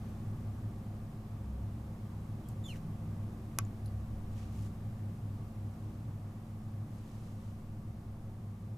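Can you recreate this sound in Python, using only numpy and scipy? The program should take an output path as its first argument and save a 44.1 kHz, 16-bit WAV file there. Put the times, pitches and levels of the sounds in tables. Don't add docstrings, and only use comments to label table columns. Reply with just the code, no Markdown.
import sys
import numpy as np
from scipy import signal
from scipy.fft import rfft, irfft, next_fast_len
from scipy.io import wavfile
from scipy.ndimage import uniform_filter1d

SR = 44100
rng = np.random.default_rng(int(sys.argv[2]) if len(sys.argv) > 2 else 0)


def wav_record(signal):
    frames = np.transpose(np.atleast_2d(signal))
    bounded = np.clip(frames, -1, 1)
    quanta = np.round(bounded * 32767).astype(np.int16)
    wavfile.write(sys.argv[1], SR, quanta)


def boost_factor(decibels):
    exponent = np.asarray(decibels, float) / 20
    return 10 ** exponent


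N = 387013

# start_s, gain_db
RECORDER_GAIN = [(0, 1.5), (1.2, -.5), (3, 0.5), (5, -0.2), (6.4, -1.5), (7.4, -2), (8, -3), (8.78, -3.5)]
# freq_hz, side_minus_mid_db
SIDE_SPREAD = [(60, -46), (110, -50), (200, -30), (380, -11), (700, -8.5), (1290, -3.5), (2380, 0),
               (4400, -2.5), (8120, -6.5), (11000, -10.5), (15000, -26)]
# pitch_hz, level_db, waver_db
HUM_TONES = [(41.66, -57, -0.5), (100.02, -47, 1), (161.2, -63, 5.5), (199.6, -60, 0), (219.8, -53.5, 0.5),
             (238.7, -71, 6), (387.3, -72.5, 2), (543, -80, 4.5)]
# pitch_hz, width_hz, level_db
ROOM_MODES = [(12.6, 3, -1.5), (24, 1.9, -19), (37.7, 30, -20), (53.2, 3.3, -15), (105.25, 7.7, 2.5),
              (113, 8.2, -0.5), (129.6, 15, -11.5), (139.2, 9.3, -15.5), (143, 5.9, -5), (161.4, 24, -12),
              (177, 16.3, -12), (203.3, 32, -15.5), (238.7, 33, -20), (288, 7.8, -27.5)]
# peak_s, extra_db
RUMBLE_SURGES = [
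    (0.05, 7),
    (.7, 0),
    (1.6, 12.5),
    (2.5, 6),
    (4.17, 11),
    (5.1, 5.5),
    (5.6, 8),
    (8.0, 7),
]
# freq_hz, density_db_per_hz
AIR_COLOUR = [(150, -45), (250, -4), (312, 0), (358, -9), (384, -7), (441, -12.5), (538, -8.5), (618, -14),
              (694, -10), (1010, -17.5), (1150, -14), (1320, -22), (4000, -36.5), (5200, -49), (8800, -120)]
# freq_hz, density_db_per_hz
HISS_COLOUR = [(800, -19), (2500, -3.5), (5000, 3), (9000, 1.5), (13000, 0.5), (15300, -2)]
# peak_s, rise_s, fall_s,
# level_db, extra_treble_db
CLOTH_STROKES = [(.07, .08, .1, -74, -18), (2.489, .003, 0.027, -79, 13), (2.7, .03, 0.039, -72.5, 11),
                 (2.76, 0.011, 0.02, -72, 7), (4.33, 0.028, .05, -75, 1), (4.38, 0.017, .09, -65, -11),
                 (4.555, .04, .06, -71.5, 3), (4.66, .08, .022, -70.5, 4), (5.85, .2, .15, -78, -10),
                 (6.97, .06, .1, -75.5, 1), (7.14, .08, 0.066, -72.5, 0), (7.25, 0.033, 0.092, -72.5, 0),
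                 (7.43, .04, .12, -75, 0)]
# freq_hz, density_db_per_hz
CLOTH_COLOUR = [(1200, 1.5), (2800, 2), (4500, -2.5), (6300, -1), (8500, -4.5), (12000, -7.5), (16000, -13)]
# start_s, peak_db, ring_hz, width_share_of_ring, t60_s
TICK_CONTACTS = [(2.452, -70, 3180, .03, .06), (2.487, -55, 8600, .1, .01), (2.4868, -54, 14000, .1, .01),
                 (2.4868, -59, 6500, .55, .008), (2.758, -68, 5750, .04, .04),
                 (2.758, -54, 2350, 0.25, .04), (3.65, -57.5, 6900, .07, .01),
                 (3.858, -55, 7600, .55, .012), (3.861, -59, 10300, .07, 0.049),
                 (3.859, -61, 4330, .1, .015), (3.879, -65, 4600, .049, .016)]
# time_s, slip_rate_hz, level_db
SQUEAK_GLIDE = [
    (2.638, 3770, -62),
    (2.652, 3440, -58),
    (2.665, 3510, -52),
    (2.675, 3370, -69),
    (2.687, 3160, -51),
    (2.7, 2900, -53.5),
    (2.722, 2600, -60),
    (2.74, 2120, -67),
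    (2.76, 1280, -76),
]
# multiple_of_slip_rate, level_db
SLIP_HARMONICS = [(1, 1.5), (2, -9.5), (3, -21), (4, -15)]
# freq_hz, gain_db
SOLE_COLOUR = [(1000, 10), (3000, -0.5), (4300, -0.5), (5500, -9), (7200, 5.5), (9000, 7), (14000, -6)]
# start_s, crack_db, body_db
LATCH_SNAP = (3.58725, -13.5, -35)
# delay_s, level_db
TONGUE_BOUNCES = [
    (.00014, -2.5),
    (.00038, -5),
    (.00074, -6),
]
# freq_hz, density_db_per_hz
CRACK_COLOUR = [(300, -29), (900, -20), (2200, -3.5), (3000, -18), (3700, -8), (4800, -7), (6900, 9),
                (8200, 6), (9200, -5), (11000, 6), (12700, -3), (15000, -11), (15400, -19), (16200, -10),
                (16500, -40)]
# freq_hz, left_minus_right_db
LATCH_BALANCE = [(60, -0.5), (150, 0.0), (380, 0.0), (950, 8), (2380, 5), (5980, 5), (15000, -3.5)]
# pitch_hz, level_db, t60_s
LATCH_BODY = [(338, -8, 0.033), (704, -26, 0.017), (880, -30, 0.0084), (1150, 3.5, 0.034),
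              (1330, 3.5, 0.019), (1540, -1, 0.023), (1860, -12, 0.011), (2400, 1, 0.011),
              (2900, -14, 0.022), (3950, -13, 0.008)]
# freq_hz, t60_s
CELLAR_DECAY = [(500, 0.06), (2000, 0.099), (6000, 0.12), (12000, 0.028)]


def evened(x):
    return x / np.sqrt(np.mean(x ** 2) + 1e-20)


def read(points, hz):
    f, value = np.transpose(points)
    return np.interp(np.log(hz + 1), np.log(f + 1), value)


def add(mix, s, sound):
    part = mix[..., round(s * SR):][..., :sound.shape[-1]]
    part += sound[..., :part.shape[-1]]


def gain_db():
    return np.interp(np.arange(N) / SR, *np.transpose(RECORDER_GAIN))


def diffuse(shape):
    size = next_fast_len(N)
    hz = np.fft.rfftfreq(size, 1 / SR)
    spectrum = rfft(rng.standard_normal((2, size))) * shape(hz)
    spread = np.array([np.ones(len(hz)), boost_factor(read(SIDE_SPREAD, hz))])
    mid, side = irfft(spectrum * spread, size)[:, :N]
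    return np.array([mid + side, mid - side]) / mid.std()


def slow(top_hz):
    t = np.arange(0, N + 256, 256) / SR
    walk = sum(np.sin(2 * np.pi * (f * t + rng.random())) for f in np.geomspace(.1, top_hz, num=16))
    return np.interp(np.arange(N) / SR, t, evened(walk))


def mode(f, hz, width_hz, db):
    return boost_factor(db) / (1 + (2 * (f - hz) / width_hz) ** 2)


def hum():
    t = np.arange(N) / SR
    tones = np.zeros(N)
    for hz, db, waver_db in HUM_TONES:
        level = boost_factor(db + waver_db * slow(1.5)) * np.sqrt(2)
        tones += level * np.sin(2 * np.pi * (hz * t + rng.random()))
    boom = diffuse(lambda f: np.sqrt(sum(mode(f, *row) ** 2 for row in ROOM_MODES)))
    surge_s = 0.3
    surge_db = sum(db * np.exp(-((t - s) / surge_s) ** 2) for s, db in RUMBLE_SURGES)
    rumble = boost_factor(-55.5 + surge_db) * diffuse(lambda f: mode(f, hz=66.0, width_hz=5.0, db=0))
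    return boost_factor(gain_db()) * (boost_factor(-43.5) * boom + rumble + boost_factor(1.4) * tones)


def air():
    wash_follow, hiss_follow = 0.87, 0.78
    wash = diffuse(lambda f: boost_factor(read(AIR_COLOUR, f)))
    hiss = diffuse(lambda f: boost_factor(read(HISS_COLOUR, f)))
    return boost_factor(-56 + wash_follow * gain_db()) * wash + boost_factor(-71.5 + hiss_follow * gain_db()) * hiss


def cloth():
    t = np.arange(N) / SR
    stroke, fast = np.zeros(N), np.zeros(N)
    for s, rise_s, fall_s, level_db, treble_db in CLOTH_STROKES:
        shape = np.where(t < s, ((s - t) / rise_s) ** 2, ((t - s) / fall_s) ** 2)
        power = boost_factor(2 * level_db) * np.exp(-shape)
        stroke += power
        fast += power * boost_factor(2 * treble_db)
    grain_db = 1.3 * evened(uniform_filter1d(rng.standard_normal(N), 150))
    fibres = diffuse(lambda f: boost_factor(read(CLOTH_COLOUR, f)))
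    split_hz = 7000
    dull = signal.lfilter(*signal.butter(2, split_hz, fs=SR), fibres)
    sizzle = signal.lfilter(*signal.butter(2, split_hz, "high", fs=SR), fibres)
    return boost_factor(grain_db + 0.4) * (np.sqrt(stroke) * dull - np.sqrt(fast) * sizzle)


def ticks():
    t, out = np.arange(2000) / SR, np.zeros((2, N))
    for s, peak_db, hz, width, t60 in TICK_CONTACTS:
        edges_hz = [hz * (1 - width), min(hz * (1 + width), SR / 2 - 1)]
        band = signal.butter(2, edges_hz, "bandpass", fs=SR)
        ring = signal.lfilter(*band, rng.standard_normal(len(t)) * boost_factor(-60 * t / t60))
        side_db = rng.uniform(-1.5, 1.5) * np.array([[1], [-1]])
        add(out, s, ring / abs(ring).max() * boost_factor(peak_db + 4.5 + side_db))
    return out


def squeak():
    s, *columns = np.transpose(SQUEAK_GLIDE)
    t = np.arange(s[0], s[-1], 1 / SR)
    hz, level_db = (np.interp(t, s, c) for c in columns)
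    uneven_hz, uneven_width_hz = 2740, 170
    uneven = 0.59 * np.exp(-((hz - uneven_hz) / uneven_width_hz) ** 2)
    sharp_db = 0.5 + 11 * np.log2(hz / 3530)
    jitter, flutter = rng.standard_normal((len(t), 2)).T
    hz = uniform_filter1d(hz, size=300) * (1 + .004 * evened(uniform_filter1d(jitter, 60)))
    phase = 2 * np.pi * np.cumsum(hz) / SR

    def line(k):
        return boost_factor(read(SOLE_COLOUR, k * hz) + sharp_db * np.log2(k)) * np.sin(k * phase)

    slips = sum(boost_factor(db) * (line(k) + uneven * line(k + 1 / 2)) for k, db in SLIP_HARMONICS)
    level_db = level_db + .8 * evened(uniform_filter1d(flutter, 150))
    return np.sqrt(2) * boost_factor(level_db) * slips * signal.windows.tukey(len(t), .04)


def latch():
    s, crack_db, body_db = LATCH_SNAP
    t, out = np.arange(4096) / SR, np.zeros((2, N))
    half_sides = np.array([[.5], [-.5]])
    bins_hz = abs(np.fft.fftfreq(len(t), 1 / SR))
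    log_gain = np.log(boost_factor(read(CRACK_COLOUR, bins_hz) + read(LATCH_BALANCE, bins_hz) * half_sides))
    colour = np.fft.ifft(np.exp(np.conj(signal.hilbert(log_gain)))).real
    both, left, right = rng.standard_normal((len(t), 3)).T
    grit = both + 0.4 * np.array([left, right])
    scatter = signal.lfilter(*signal.butter(2, 7000, fs=SR), grit[:, ::-1])
    rattle = grit * boost_factor(-25 - 60 * t / 0.01) + scatter * boost_factor(-46 - 60 * t / 0.036)
    rattle[:, 0] = 1
    for k, (delay_s, db) in enumerate(TONGUE_BOUNCES):
        rattle[:, round(delay_s * SR)] = (-1) ** (k + 1) * boost_factor(db)
    crack = signal.fftconvolve(rattle, colour / abs(colour).max(), axes=1)[:, :len(t)]
    body = sum(boost_factor(db - 60 * t / t60) * np.sin(2 * np.pi * hz * t) for hz, db, t60 in LATCH_BODY)
    add(out, s, boost_factor(body_db + 2.5 * half_sides) * body - boost_factor(crack_db) * crack)
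    return out


def cellar(x):
    first, spacing = 120, 20
    taps = np.zeros((2, SR // 2))
    at = np.arange(first, SR // 2 - spacing, spacing)
    at = at + rng.integers(0, spacing, (2, len(at)))
    np.put_along_axis(taps, at, rng.choice([-1., 1.], at.shape), 1)
    hz, t, z = signal.stft(taps, SR, nperseg=256)
    decay = boost_factor(-60 * t / read(CELLAR_DECAY, hz)[:, None])
    tail = signal.istft(z * decay, SR, nperseg=256)[1]
    tail[:, :first] = 0
    return signal.fftconvolve(x[None], tail / np.linalg.norm(tail[0]), axes=1)[:, :N]


def scene():
    room = cloth() + hum() + air()
    small = ticks()
    small = small + boost_factor(-9) * cellar(small.mean(0))
    sole = np.zeros(N)
    add(sole, SQUEAK_GLIDE[0][0], squeak())
    sole = np.array([boost_factor(-.8) * sole, boost_factor(.4) * sole]) + boost_factor(-8.5) * cellar(sole)
    snap = latch()
    walls = signal.lfilter(*signal.butter(2, 3000, fs=SR), snap.mean(0))
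    edge = signal.ellip(10, .1, 45, 15480, fs=SR, output="sos")
    faint = signal.sosfiltfilt(edge, sole + small + room)
    return faint + snap + boost_factor(-11.5) * cellar(walls)


def roll_off(x):
    return signal.sosfilt(signal.butter(12, 16460, fs=SR, output="sos"), x)


def record(dry):
    return roll_off(dry)


dry = scene()
out = record(dry)
wav_record(out)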